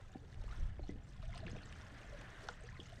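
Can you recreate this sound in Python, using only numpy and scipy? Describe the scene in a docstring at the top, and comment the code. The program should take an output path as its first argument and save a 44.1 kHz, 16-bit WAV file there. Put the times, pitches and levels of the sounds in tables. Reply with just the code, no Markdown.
"""On open water in a drifting kayak, one microphone close to the plastic hull.
Small waves trap air under the hull and slap it hollowly; bubbles ring, drips tick, a fine trickle runs.
A soft wash slides along the side, swells in the second half and peaks with one sharp plip.
Underneath, the hull drones and a light breeze rumbles on the microphone."""
import sys
import numpy as np
from scipy import signal
from scipy.fft import rfft, irfft, next_fast_len
from scipy.io import wavfile
from scipy.ndimage import uniform_filter1d, map_coordinates

SR = 44100
rng = np.random.default_rng(int(sys.argv[2]) if len(sys.argv) > 2 else 0)


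def int16_out(signal):
    """Quantize to a 16-bit WAV file."""
    q = np.round(np.clip(np.atleast_2d(signal).T, -1, 1) * 32767)
    wavfile.write(sys.argv[1], SR, q.astype(np.int16))


N = 132300

# spectra of low gurgle, fine fizz, splashing water and a droplet's tick: freq_hz, gain_db
GURGLE_SPECTRUM = [(110, -3.5), (180, 4.5), (280, -1), (420, -3.5), (560, -2.5), (780, -6.5), (1100, -15.5),
                   (2000, -40), (5000, -100)]
FIZZ_SPECTRUM = [(1800, -25), (3400, -2), (5000, -2.5), (6400, -1.5), (7400, -6), (8400, -6),
                 (10000, -17.5), (11500, -32), (13000, -20), (14300, -37), (15000, -40)]
SPLASH_SPECTRUM = [(200, -17.5), (700, -1), (1800, 0), (3500, 2), (6000, -0.5), (8500, -20), (10000, -21),
                   (11500, -53), (14000, -40), (15500, -48)]
TICK_SPECTRUM = [(400, -10), (1800, 6.5), (3700, 5), (6000, -7), (9000, -5), (11000, -21), (15000, -32)]
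BUBBLE_RISE = 0.19  # fraction by which a bubble's pitch climbs as it nears the surface


def amp(db):
    """Decibels to gain."""
    return 10 ** (np.asarray(db) / 20)


def unit(x):
    """Scale to rms 1."""
    return x / np.sqrt(np.mean(x ** 2) + 1e-20)


def fader(points):
    """One gain per sample from (time_s, level_db) points."""
    time_s, level_db = np.transpose(points)
    return amp(np.interp(np.arange(N) / SR, time_s, level_db))


def wobble(rate):
    """A smooth random curve, rate knots a second."""
    return map_coordinates(rng.standard_normal(2048), [np.arange(N) * rate / SR], mode="wrap")


def coloured(x, spectrum):
    """x shaped by (freq_hz, gain_db) points, at rms 1."""
    hz, db = np.transpose(spectrum)
    freqs = np.fft.rfftfreq(N, 1 / SR)
    gain = amp(np.interp(np.log(freqs + 1), np.log(hz), db))
    return unit(irfft(rfft(x) * gain, N))


def noise(spectrum):
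    """Coloured noise of rms 1."""
    return coloured(rng.standard_normal(N), spectrum)


def patchy(x, depth_db):
    """Give x small patches of random gain in time and pitch, at rms 1."""
    cells = signal.stft(x, nperseg=256)[2]
    patches = uniform_filter1d(rng.standard_normal(cells.shape), 7, axis=0)
    patches = unit(uniform_filter1d(patches, 5, axis=1))
    return unit(signal.istft(cells * amp(depth_db * patches), nperseg=256)[1][:N])


def add(track, start_s, sound):
    """Mix a sound into the track."""
    start = max(0, int(start_s * SR))
    part = track[start:start + len(sound)]
    part += sound[:len(part)]


def ring(hz, t60, attack_cycles, rise):
    """An air pocket or hull mode rings down while its pitch climbs by the fraction rise."""
    t = np.arange(int(t60 * SR) + 8) / SR
    env = amp(-60 * t / t60) * (1 - np.exp(-(t * hz / attack_cycles) ** 2))
    return env / env.max() * np.sin(2 * np.pi * hz * t * (1 + rise * t / t60 / 2))


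def swarm(centre_hz, spread, cycles, scatter_db, count):
    """Many small bubbles of random time, pitch and size, at rms 1."""
    out = np.zeros(N)
    moments = rng.random(count)
    traits = np.clip(rng.standard_normal((count, 3)), -2, 2)
    for when, (pitch, size, life) in zip(moments, traits):
        hz = min(centre_hz * np.exp(spread * pitch), SR / 4)
        t60 = cycles * np.exp(life / 2) / hz
        bubble = ring(hz, t60, attack_cycles=0.32, rise=BUBBLE_RISE)
        add(out, when * N / SR, amp(scatter_db * size) * bubble)
    return unit(out)


def burst(db, t60, attack_s=0.0026):
    """Envelope of a splash: quick rise, steady decay."""
    t = np.arange(SR // 4) / SR
    return amp(db - 60 * t / t60) * (1 - np.exp(-t / attack_s))


def hiss():
    """The microphone's own faint, steady hiss."""
    spectrum = [(1000, -5), (3000, 2), (8500, -3.5), (10000, -11), (11500, -15.5), (13000, -13),
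                (14400, -17), (15400, -22)]  # freq_hz, gain_db
    return amp(-86.5) * noise(spectrum)


def rumble():
    """Breeze on the microphone and the drone of the hollow hull."""
    # rise and fall of each: time_s, level_db
    breeze_levels = [(0, -57.5), (.34, -63.5), (.39, -44.5), (.44, -53), (.49, -39.5), (.56, -53.5),
                     (.62, -35.5), (.76, -52.5), (.92, -46), (1.06, -61), (1.24, -48), (1.5, -53),
                     (1.75, -58.5), (2.03, -62), (2.12, -49), (2.27, -63.5), (2.52, -59), (3, -61.5)]
    drone_levels = [(0, -53.5), (.06, -61), (.3, -55), (.42, -54), (.56, -57), (.63, -45.5), (.71, -51),
                    (.9, -55), (1.1, -55.5), (1.25, -51.5), (1.54, -49), (1.63, -57.5), (1.73, -51),
                    (1.95, -61.5), (2.16, -53), (2.28, -57), (2.6, -59.5), (2.7, -52), (3, -56.5)]
    # their spectra: freq_hz, gain_db
    breeze_spectrum = [(10, -13), (22, -4), (42, -4), (56, -8.5), (90, -19.5), (160, -35), (400, -67),
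                       (1000, -120)]
    drone_spectrum = [(40, -27.5), (75, 2), (95, -2), (115, 3.5), (150, -10.5), (195, -11.5), (280, -25.5),
                      (500, -53), (1500, -75), (4000, -120)]
    breeze = amp(1.5) * fader(breeze_levels) * noise(breeze_spectrum)
    drone = amp(-1) * fader(drone_levels) * noise(drone_spectrum)
    return breeze + drone


def crackle(scatter_db, count, t60=0.005):
    """Tiny droplets crack at random moments, at rms 1."""
    env, t = np.zeros(N), np.arange(SR // 50) / SR
    for when, size in rng.random((count, 2)):
        add(env, when * N / SR, amp(-scatter_db * size - 60 * t / t60))
    return unit(env * noise(TICK_SPECTRUM))


def wash():
    """Water slides along the hull: a soft rush, topped by fizz, bursting bubbles and airy spray."""
    # swell of each layer: time_s, level_db
    rush_levels = [(0, -69.5), (.2, -75.5), (.52, -67), (.63, -66.5), (.8, -75), (1.0, -74.5),
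                   (1.13, -74.5), (1.24, -70.5), (1.39, -66.5), (1.68, -65.5), (1.75, -63), (2.0, -62.5),
                   (2.35, -59), (2.52, -60.5), (2.6, -65.5), (2.87, -67.5), (3.0, -72)]
    fizz_levels = [(0, -74.5), (.22, -78), (.31, -75.5), (.54, -71.5), (.66, -75), (.76, -82.5),
                   (.9, -75.5), (1.01, -86), (1.09, -74), (1.19, -76.5), (1.23, -74.5), (1.39, -72.5),
                   (1.57, -75.5), (1.74, -70.5), (1.93, -72.5), (2.36, -71), (2.47, -65.5), (2.55, -71),
                   (2.59, -79), (2.75, -74.5), (2.9, -70), (3, -71.5)]
    air_levels = [(.45, -103), (.55, -85), (.68, -105), (1.6, -102), (1.8, -91.5), (2.47, -87),
                  (2.56, -100), (3, -95)]
    # spectra of the rush and the airy spray: freq_hz, gain_db
    rush_spectrum = [(300, -22), (760, -8), (1100, -4), (1450, 0), (1850, 1), (2300, -8), (3200, -10),
                     (4500, -19), (8000, -40), (12000, -100)]
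    air_spectrum = [(5000, -23), (8500, 2), (11500, -8), (14000, -8), (15400, -25)]
    rush = amp(-0.5 + 1.14 * wobble(44.4)) * patchy(noise(rush_spectrum), depth_db=1.5)
    fizz = amp(-4 + 2.5 * wobble(120)) * patchy(noise(FIZZ_SPECTRUM), depth_db=2.0)
    pops = swarm(centre_hz=6080, spread=0.478, cycles=55, scatter_db=5.0, count=300)
    air = noise(air_spectrum)
    fizz += amp(-7.5) * coloured(pops, FIZZ_SPECTRUM)
    fizz += amp(-9) * crackle(scatter_db=16, count=260)
    return fader(rush_levels) * rush + fader(air_levels) * air + fader(fizz_levels) * fizz


def trickle():
    """Waves run off the hull: small bubbles tinkle and larger ones gurgle at the waterline."""
    # ebb and flow of each: time_s, level_db
    tinkle_levels = [(0, -71.5), (.25, -79), (.52, -68), (.75, -74), (1.0, -74.5), (1.2, -71.5),
                     (1.37, -66), (1.62, -66.5), (1.78, -69), (2.2, -68.5), (2.55, -77), (2.7, -64),
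                     (3, -71.5)]
    gurgle_levels = [(0, -66.5), (.08, -70), (.48, -64.5), (.74, -67), (.92, -66.5), (1.07, -68),
                     (1.28, -72.5), (1.37, -61.5), (1.53, -65), (1.7, -64), (2.1, -62), (2.48, -62.5),
                     (2.75, -69.5), (3, -63.5)]
    tinkle = swarm(centre_hz=2097, spread=0.5005, cycles=32.4, scatter_db=2.5, count=900)
    glugs = swarm(centre_hz=540.7, spread=0.3364, cycles=30.0, scatter_db=4.5, count=200)
    gurgle = amp(-4) * glugs + amp(-0.5) * noise(GURGLE_SPECTRUM)
    return fader(tinkle_levels) * tinkle + fader(gurgle_levels) * gurgle


def splashes():
    """Wavelets break into a splatter of droplets and a finer spray."""
    splatters = [(0.509, -68.5, 0.28), (.699, -65, 0.067), (.753, -73, 0.024), (0.867, -62, 0.14),
                 (0.895, -72.5, 0.37), (1.219, -62, 0.15), (1.33, -59, 0.084), (1.35, -57, 0.1),
                 (1.374, -66, 0.24), (1.463, -53, 0.14), (1.553, -58, 0.062), (1.62, -57, 0.093),
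                 (2.686, -67, 0.087), (2.798, -58, 0.04)]  # start_s, level_db, t60_s
    sprays = [(.63, -71), (0.816, -74), (.887, -70), (1.035, -72), (1.084, -70.5), (1.35, -71),
              (1.498, -62), (1.652, -62.5), (2.44, -70), (2.527, -70), (2.607, -65), (2.633, -65.5),
              (2.689, -68), (2.798, -63.5), (2.853, -63.5)]  # start_s, level_db
    splatter_env, spray_env = np.zeros(N), np.zeros(N)
    for start_s, db, t60 in splatters:
        add(splatter_env, start_s, burst(db, t60))
    for start_s, db in sprays:
        add(spray_env, start_s, burst(db, t60=0.097))
    drops = swarm(centre_hz=2595, spread=0.55, cycles=11, scatter_db=5, count=1700)
    mist = swarm(centre_hz=6550, spread=0.22, cycles=41, scatter_db=4, count=1000)
    return splatter_env * coloured(drops, SPLASH_SPECTRUM) + spray_env * coloured(mist, FIZZ_SPECTRUM)


def ticks(t60=0.015):
    """Droplets land on the hull with a brief crack."""
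    landings = [(0.327, -65), (0.344, -60.5), (0.4382, -57.5), (1.163, -63), (1.221, -62), (1.254, -60),
                (1.3066, -61), (1.3485, -54), (1.3768, -49.5), (1.498, -59), (1.513, -59), (1.554, -62),
                (1.588, -61), (1.6192, -60), (1.7254, -52.5), (1.8118, -56), (2.213, -51), (2.4399, -55),
                (2.8308, -59), (2.9, -60.5), (2.921, -59)]  # start_s, level_db
    env, t = np.zeros(N), np.arange(SR // 20) / SR
    for start_s, db in landings:
        add(env, start_s, amp(db - 60 * t / t60))
    return env * noise(TICK_SPECTRUM)


def bubbles():
    """Single bubbles and drips near the microphone, their ring shaken by the moving water."""
    plinks = [(.119, 6840, -61.5, .014), (.148, 747, -53.5, 0.078), (.327, 1740, -51.5, 0.0069),
              (.479, 1042, -51.5, 0.046), (0.504, 1160, -56, 0.04), (0.524, 1383, -54.5, 0.064),
              (0.696, 1700, -61, 0.033), (.832, 4095, -62.5, 0.094), (.834, 750, -57.5, 0.077),
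              (.892, 1960, -56, 0.072), (1.034, 7080, -66.5, .06), (1.230, 627, -57, 0.13),
              (1.280, 5930, -61, .019), (1.289, 665, -55, 0.1), (1.3295, 2050, -51, 0.031),
              (1.340, 975, -52.5, 0.083), (1.350, 689, -53.5, 0.15), (1.372, 1180, -52, 0.025),
              (1.375, 4730, -55, 0.04), (1.377, 8260, -60.5, 0.045), (1.404, 4100, -59, .025),
              (1.428, 637, -55, 0.17), (1.465, 2670, -52, 0.03), (1.4796, 1760, -44.5, 0.023),
              (1.515, 6400, -55.5, .02), (1.553, 644, -55.5, 0.1), (1.565, 2500, -52, 0.012),
              (1.587, 2210, -42.5, 0.0045), (1.606, 2620, -56, .014), (1.634, 4220, -57, .015),
              (1.654, 7450, -60, .02), (2.125, 571.6, -51, 0.13), (2.144, 552, -48.5, 0.064),
              (2.527, 6760, -60, .03), (2.608, 8070, -64, .022), (2.612, 607, -53, 0.066),
              (2.637, 462, -54.5, 0.11), (2.689, 1832, -52, 0.038), (2.768, 1950, -55, 0.02),
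              (2.801, 3180, -46.5, 0.015), (2.925, 678, -57, 0.11), (2.976, 1854, -53, 0.029)]  # start_s, pitch_hz, level_db, t60_s
    out = np.zeros(N)
    for start_s, hz, db, t60 in plinks:
        shake = 1 + 0.53 * wobble(min(hz / 4, 600))
        tone = amp(db) * ring(hz, t60, attack_cycles=1.37, rise=BUBBLE_RISE)
        add(out, start_s, tone * shake[:len(tone)])
    return out


def plip(start_s=2.4865, crack_db=-45.5, crack_t60=0.015):
    """One close, sharp plip: a faint crack and a very short ring, the highest tones first."""
    tones = [(0, 6200, -53, 0.004), (.0002, 3260, -43, 0.0035), (.0003, 1420, -34, .013),
             (.001, 870, -34, 0.0059)]  # delay_s, pitch_hz, level_db, t60_s
    out, crack_env = np.zeros(N), np.zeros(N)
    t = np.arange(SR // 20) / SR
    for delay_s, hz, db, t60 in tones:
        add(out, start_s + delay_s, amp(db) * ring(hz, t60, attack_cycles=1.8, rise=0))
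    add(crack_env, start_s, amp(crack_db - 60 * t / crack_t60))
    return out + crack_env * noise(SPLASH_SPECTRUM)


def slaps(splash_db=-22.5, splash_t60=0.05):
    """A wave traps air under the hull: a short hollow knock and a dull splash, and the hull rings on."""
    knocks = [(0.1558, 244, -39, 0.034), (.441, 456, -48, 0.016), (.794, 552, -40.5, 0.024),
              (.796, 334, -41.5, 0.02), (0.8928, 225, -33, 0.01), (0.8938, 373, -45.5, 0.035),
              (.956, 226, -45, 0.029), (1.452, 167, -42, 0.09), (1.468, 350, -48.5, .08),
              (1.487, 467, -51, 0.076), (1.529, 500, -57, 0.036), (1.53, 243, -42.5, 0.029),
              (1.547, 161, -42.5, 0.065), (1.567, 435, -40.5, 0.011), (2.494, 476, -49, 0.083),
              (2.794, 332, -44, 0.03)]  # start_s, pitch_hz, level_db, t60_s
    hull_modes = [(117, -17, 0.15), (192.8, -21.5, 0.22), (285, -21, .26), (469, -24.5, .15)]  # pitch_hz, level_db against the knock, t60_s
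    out, splash_env = np.zeros(N), np.zeros(N)
    t = np.arange(SR // 10) / SR
    for start_s, hz, db, t60 in knocks:
        add(out, start_s, amp(db) * ring(hz, t60, attack_cycles=0.28, rise=0.12))
        add(splash_env, start_s, amp(db + splash_db - 60 * t / splash_t60))
        for mode_hz, mode_db, mode_t60 in hull_modes:
            detune, size = rng.standard_normal(2)
            mode = ring(mode_hz * (1 + 0.029 * detune), mode_t60, attack_cycles=1.27, rise=0.045)
            add(out, start_s, amp(db + mode_db + 1.7 * size) * mode)
    return out + splash_env * noise(GURGLE_SPECTRUM)


def hull_answer(x, level_db=-13.5, t60=0.092):
    """The short reverberation of hull and deck."""
    t = np.arange(SR // 5) / SR
    tail = noise(SPLASH_SPECTRUM)[:len(t)] * amp(-60 * t / t60)
    return amp(level_db) * signal.fftconvolve(x, tail / np.linalg.norm(tail))[:N]


def scene():
    """Close water, dull at the very top, with the hull's answer, over wash, rumble and hiss; mono."""
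    near = bubbles() + slaps() + ticks() + plip() + trickle() + splashes()
    lowpass = signal.butter(4, 9480, fs=SR, output="sos")
    near = signal.sosfilt(lowpass, near)
    return (near + hull_answer(near) + wash() + rumble() + hiss())[None]


def record(dry):
    """Nothing above 15.5 kHz is kept."""
    padded = next_fast_len(N + SR // 2)
    in_band = np.fft.rfftfreq(padded, 1 / SR) < 15500
    return irfft(rfft(dry, padded) * in_band, padded)[..., :N]


dry = scene()
out = record(dry)
int16_out(out)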